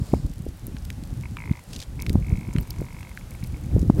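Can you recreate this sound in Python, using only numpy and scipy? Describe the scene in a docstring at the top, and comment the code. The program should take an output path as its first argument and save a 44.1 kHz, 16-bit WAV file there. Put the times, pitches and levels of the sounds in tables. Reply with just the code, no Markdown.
"""A ptarmigan croaks on a snowy mountainside: two rattles of about 50 pulses/s and a few loose clucks.
Each pulse is a snap of the syrinx ringing three throat resonances; rock and snow scatter a faint tail.
Wind rumbles on the microphone, and single eddies thump across its port.
Handling ticks, faint crackle and one short rustle sound close by, over a steady hiss."""
import sys
import numpy as np
from scipy import signal
from scipy.fft import rfft, irfft, next_fast_len
from scipy.io import wavfile
from scipy.ndimage import map_coordinates

SR = 44100
rng = np.random.default_rng(int(sys.argv[2]) if len(sys.argv) > 2 else 0)


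def transcribe(signal):
    """Save signal, clipped to [-1, 1], as a 16-bit WAV file at the path in sys.argv[1]."""
    frames = np.atleast_2d(signal).T
    limited = np.clip(frames, -1, 1)
    pcm = np.round(limited * 32767).astype(np.int16)
    wavfile.write(sys.argv[1], SR, pcm)


N = 176400
T = np.arange(N) / SR
NFFT = 4096
F_HZ = np.fft.rfftfreq(NFFT, 1 / SR)

# noise spectra: f/Hz, density/dB
HISS_SPECTRUM = [(290, -25), (500, 5), (648, 0), (839, 3.5), (927, -2), (1470, -3), (2100, -5), (2930, -7),
                 (11800, -11.5), (15500, -19.5)]
BRUSH_SPECTRUM = [(500, 5), (2500, -14), (4200, -8), (5100, -5.5), (6000, -14), (7200, -8), (10000, -14.5),
                  (16000, -23)]
RUMBLE_SPECTRUM = [(12, -58), (25, -2.5), (65, 2), (110, -0.5), (180, -8), (290, -18.5), (450, -31),
                   (700, -43), (1400, -75), (3000, -76)]
FLUTTER_SPECTRUM = [(60, -8), (180, -3), (300, 3), (550, -11), (800, -18), (1400, -28), (3000, -41)]
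# envelopes: t/s, level/dB
HISS_ENVELOPE = [(0, -57.5), (.55, -54.5), (1.2, -53.5), (1.9, -55), (2.6, -53.5), (3.4, -52.5), (4, -54.5)]
WIND_ENVELOPE = [(0, -27), (.03, -25), (.06, -50), (.1, -33.5), (.15, -24.5), (.22, -40), (.26, -25.5),
                 (.33, -41.5), (.48, -30), (.6, -47), (.68, -28.5), (.78, -37), (.95, -35.5), (1.1, -32),
                 (1.2, -33.5), (1.3, -41.5), (1.43, -33.5), (1.5, -29), (1.55, -40), (1.66, -45),
                 (1.75, -32), (1.84, -46.5), (1.98, -27.5), (2.06, -27), (2.11, -21.5), (2.19, -21.5),
                 (2.25, -35), (2.3, -21.5), (2.38, -28), (2.44, -31), (2.53, -35), (2.57, -21),
                 (2.62, -33.5), (2.75, -35), (2.81, -23), (2.87, -36), (3.1, -38), (3.37, -38),
                 (3.45, -31.5), (3.69, -29.5), (3.75, -19.5), (3.87, -20), (3.93, -28), (4, -9.5)]
# brush strokes: centre t/s, sigma/s, level/dB
BRUSH_STROKES = [(0.102, 0.12, -47.5), (1.74, 0.051, -48.5), (1.832, 0.027, -55)]
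# rustle snaps: t/s, peak/dB
RUSTLE_SNAPS = [(1.7312, -27.5), (1.743, -33), (1.75, -34), (1.7615, -25), (1.790, -33), (1.8011, -26),
                (1.816, -27), (1.8245, -28), (1.834, -34)]
# handling ticks: t/s, peak/dB, f/Hz, half-width/oct
HANDLING_TICKS = [(.297, -34.5, 7000, 0.56), (.333, -36, 2600, 0.76), (0.6678, -21.5, 11200, 0.24),
                  (0.767, -29.5, 1760, 0.6), (0.785, -36.5, 6000, .3), (.851, -23, 7000, 2.2),
                  (0.9028, -17.5, 2500, 1.1), (1.037, -26.5, 4000, 1.1), (1.369, -25, 1310, 0.48),
                  (1.525, -34.5, 3400, 0.55), (2, -28, 4000, 0.63), (2.0213, -16, 8460, 2.4),
                  (2.0647, -19, 2210, 0.78), (2.0952, -15, 2800, 1.04), (2.1297, -21, 9350, 1.1),
                  (2.5354, -28.5, 7450, .5), (2.563, -22, 1950, 0.54), (2.584, -23.5, 1700, 1),
                  (2.6105, -24, 13900, 0.11), (2.7066, -20.5, 4630, 0.44), (2.705, -19, 13500, 0.29),
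                  (2.8095, -27, 8985, 0.89), (3.030, -29.5, 2600, 0.65), (3.1743, -23.5, 1800, 0.33),
                  (3.308, -26, 8900, 1), (3.4391, -23.5, 5800, 1.3), (3.472, -27, 9800, 0.76),
                  (3.7936, -27.5, 5800, .7), (3.9023, -28.5, 4900, 1.4)]
# eddies at the port: t/s, peak/dB, f/Hz
PORT_EDDIES = [(.004, -27, 169), (.02, -15, 99), (0.136, -6.5, 180), (0.1388, -9, 463), (0.201, -20.5, 107),
               (.25, -22.5, 145), (0.304, -26.5, 134), (.404, -23, 119), (0.4668, -22, 300),
               (0.683, -27, 193), (.747, -23.5, 125), (1.028, -27.5, 168), (1.13, -25, 142),
               (1.395, -27.5, 89.5), (1.5137, -10, 129.6), (2.104, -16.5, 196), (2.1569, -6.5, 167),
               (2.156, -19, 506), (2.329, -9.5, 96), (2.384, -18, 111), (2.488, -22, 177),
               (2.5567, -11.5, 153), (2.583, -19.5, 109), (2.818, -20.5, 294), (3.435, -20.5, 109),
               (3.668, -20, 109), (3.7652, -11.5, 265), (3.782, -14, 130), (3.831, -12.5, 180),
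               (3.9011, -1.5, 175), (3.9001, -12.5, 574), (3.9965, -11, 145)]
# upper throat resonances: f/Hz, width/Hz, gain/dB
THROAT_MODES = [(2190, 135, 0), (2600, 220, -8)]
# rattles: t/s, pulse rate/Hz, peak/dB, throat tuning/ratio, hollow resonance gain/dB
SHORT_RATTLE = [(1.3685, 60, -28.5, 1.08, -3.5), (1.419, 56.6, -29, 0.96, -3),
                (1.519, 49.8, -33.5, 0.96, -1), (1.6, 55, -35.5, 0.96, 2)]
LONG_RATTLE = [(2.224, 45.65, -39, 1, -8), (2.287, 56.77, -34.5, 1, -9), (2.428, 51.83, -36.5, 1, -2.5),
               (2.568, 49.2, -38, 1.02, 9), (2.65, 47.06, -41.5, 1.04, 7), (2.739, 45.1, -39, 1.02, 5),
               (2.849, 49.9, -38, 0.97, 4), (2.998, 48.88, -35, 1.005, 0.5), (3.125, 44.2, -37, 0.96, -1)]
# clucks: t/s, peak/dB
LOOSE_CLUCKS = [(0.1192, -40), (0.1431, -38), (1.235, -32.5), (1.255, -30), (1.993, -30), (2.009, -31),
                (2.03, -34), (3.21, -39), (3.315, -38.5), (3.348, -37), (3.426, -37), (3.445, -39),
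                (3.543, -37), (3.563, -42), (3.643, -43), (3.712, -43)]


def amp(db):
    """dB to gain."""
    return 10 ** (np.asarray(db) / 20)


def curve(rows):
    """Linear interpolation of (t/s, value) rows."""
    return np.interp(T, *np.transpose(rows))


def wobble(rate_hz):
    """Spline through Gaussian random knots."""
    return map_coordinates(rng.standard_normal(int(N * rate_hz / SR) + 4), [T * rate_hz])


def filtered(x, response):
    """FFT filter; response maps f/Hz to gain."""
    size = next_fast_len(N + SR // 4)
    return irfft(rfft(x, size) * response(np.fft.rfftfreq(size, 1 / SR)), size)[:N]


def butterworth(order, cutoff_hz, kind):
    """Complex analog response on F_HZ."""
    return signal.freqs(*signal.butter(order, cutoff_hz, kind, analog=True), F_HZ)[1]


def noise(spectrum):
    """Coloured noise, rms 1."""
    knots_hz, db = np.transpose(spectrum)
    white = rng.standard_normal(N)
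    x = filtered(white, lambda hz: amp(np.interp(np.log(hz + 1), np.log(knots_hz + 1), db)))
    return x / np.sqrt(np.mean(x ** 2))


def add(out, at_s, peak_db, sound):
    """Mix in a sound, scaled to peak_db."""
    start = round(at_s * SR)
    sound = (amp(peak_db) * sound / np.abs(sound).max())[max(-start, 0):]
    part = out[max(start, 0):][:len(sound)]
    part += sound[:len(part)]


def hiss():
    """Broadband floor, drifting slightly in level."""
    return noise(HISS_SPECTRUM) * amp(curve(HISS_ENVELOPE))


def crack(centre_hz, half_width_oct, t60_s=0.0092, roughness=0.19):
    """Impulse plus fast-decaying noise, shaped by one wide-skirted spectral hump."""
    t, lead = T[:NFFT], SR // 2000
    burst = (t == 0) + roughness * rng.standard_normal(NFFT) * amp(-60 * t / t60_s)
    hump = 1 / (1 + (np.log2((F_HZ + 1) / centre_hz) / half_width_oct) ** 2)
    kernel = irfft(hump * butterworth(2, 920, "high"))
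    return signal.fftconvolve(np.roll(burst, lead), np.roll(kernel, lead))[lead:NFFT // 2]


def handling(crackle_per_s=28, crackle_min_db=-35.5, crackle_hz=7000):
    """Soft brushing, dry ticks, a rustle of snaps and faint random crackle."""
    strokes = sum(amp(db) * np.exp(-.5 * ((T - at_s) / sigma_s) ** 2)
                  for at_s, sigma_s, db in BRUSH_STROKES)
    out = noise(BRUSH_SPECTRUM) * strokes
    for at_s, peak_db, centre_hz, half_width_oct in HANDLING_TICKS:
        add(out, at_s, peak_db, crack(centre_hz, half_width_oct))
    snap_lowpass = signal.butter(2, 10900, fs=SR)
    for at_s, peak_db in RUSTLE_SNAPS:
        snap = crack(centre_hz=4000, half_width_oct=0.9, t60_s=0.025, roughness=0.88)
        add(out, at_s, peak_db, signal.lfilter(*snap_lowpass, snap))
    for when, softness, colour in rng.random((int(crackle_per_s * N / SR), 3)):
        peak_db = crackle_min_db - np.log(max(softness, .02))
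        add(out, when * N / SR, peak_db, crack(crackle_hz * 2 ** (colour - .5), half_width_oct=0.94))
    return out


def wind(lump_db=3, lump_rate_hz=35, gust_db=-25):
    """Lumpy rumble on the microphone; stronger gusts add higher turbulence."""
    level_db = curve(WIND_ENVELOPE)
    flutter_db = gust_db - 19 + 1.08 * (level_db - gust_db)  # 19 dB below the rumble at gust_db
    rumble = noise(RUMBLE_SPECTRUM) * amp(level_db + lump_db * wobble(lump_rate_hz))
    flutter = noise(FLUTTER_SPECTRUM) * amp(flutter_db + lump_db * wobble(lump_rate_hz))
    return rumble + flutter


def eddies(order=3.6):
    """One smooth suck and push of pressure per eddy; small ones pass faster. Higher order: more swings."""
    out = np.zeros(N)
    t = (np.arange(NFFT) - NFFT // 2) / SR
    for at_s, peak_db, centre_hz in PORT_EDDIES:
        pressure = np.imag((1 - 2j * np.pi * centre_hz * t / order) ** -(order + 1))
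        add(out, at_s + t[0], peak_db, pressure)
    return out


def ground_scatter(call, t60_s=.04, gain_db=-16):
    """Faint diffuse tail off rock and snow."""
    tail = rng.standard_normal(NFFT) * amp(-60 * T[:NFFT] / t60_s)
    return amp(gain_db) * signal.fftconvolve(call, tail / np.linalg.norm(tail))[:N]


def throat_pulse(tuning, hollow_db, hollow_hz=960, hollow_width_hz=75):
    """One syrinx snap rings a steady hollow resonance and two upper ones that the bird tunes."""
    modes = [(hollow_hz, hollow_width_hz, hollow_db)]
    modes += [(hz * tuning, width_hz, db) for hz, width_hz, db in THROAT_MODES]
    ring = 0
    for k, (hz, width_hz, db) in enumerate(modes):
        damping = 1j * F_HZ * width_hz
        ring += (-1) ** k * amp(db) * damping / (hz ** 2 - F_HZ ** 2 + damping)
    return irfft(ring * butterworth(14, 2780 * tuning, "low") * butterworth(2, 600, "high"))


def ptarmigan(jitter_db=.5):
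    """Rattles are trains of throat pulses; clucks are single pulses."""
    out = np.zeros(N)
    for rattle in (SHORT_RATTLE, LONG_RATTLE):
        knots_s, rate_hz, peak_db, tuning, hollow_db = np.transpose(rattle)
        t = T[(T >= knots_s[0]) & (T <= knots_s[-1])]
        cycles = np.cumsum(np.interp(t, knots_s, rate_hz)) / SR
        for at_s in np.interp(np.arange(cycles[-1]), cycles, t):  # one pulse per cycle
            pulse = throat_pulse(np.interp(at_s, knots_s, tuning), np.interp(at_s, knots_s, hollow_db))
            add(out, at_s, np.interp(at_s, knots_s, peak_db) + jitter_db * rng.normal(), pulse)
    for at_s, peak_db in LOOSE_CLUCKS:
        add(out, at_s, peak_db, throat_pulse(tuning=1.008, hollow_db=-3))
    return out


def scene():
    """Mono mix: bird over hiss, wind and handling."""
    background = hiss() + wind() + eddies()
    bird = ptarmigan()
    return (background + ground_scatter(bird) + handling() + bird)[None]


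def record(dry):
    """Brick-wall low-pass, 15.9 kHz."""
    return filtered(dry[0], lambda hz: hz < 15900)[None]


dry = scene()
out = record(dry)
transcribe(out)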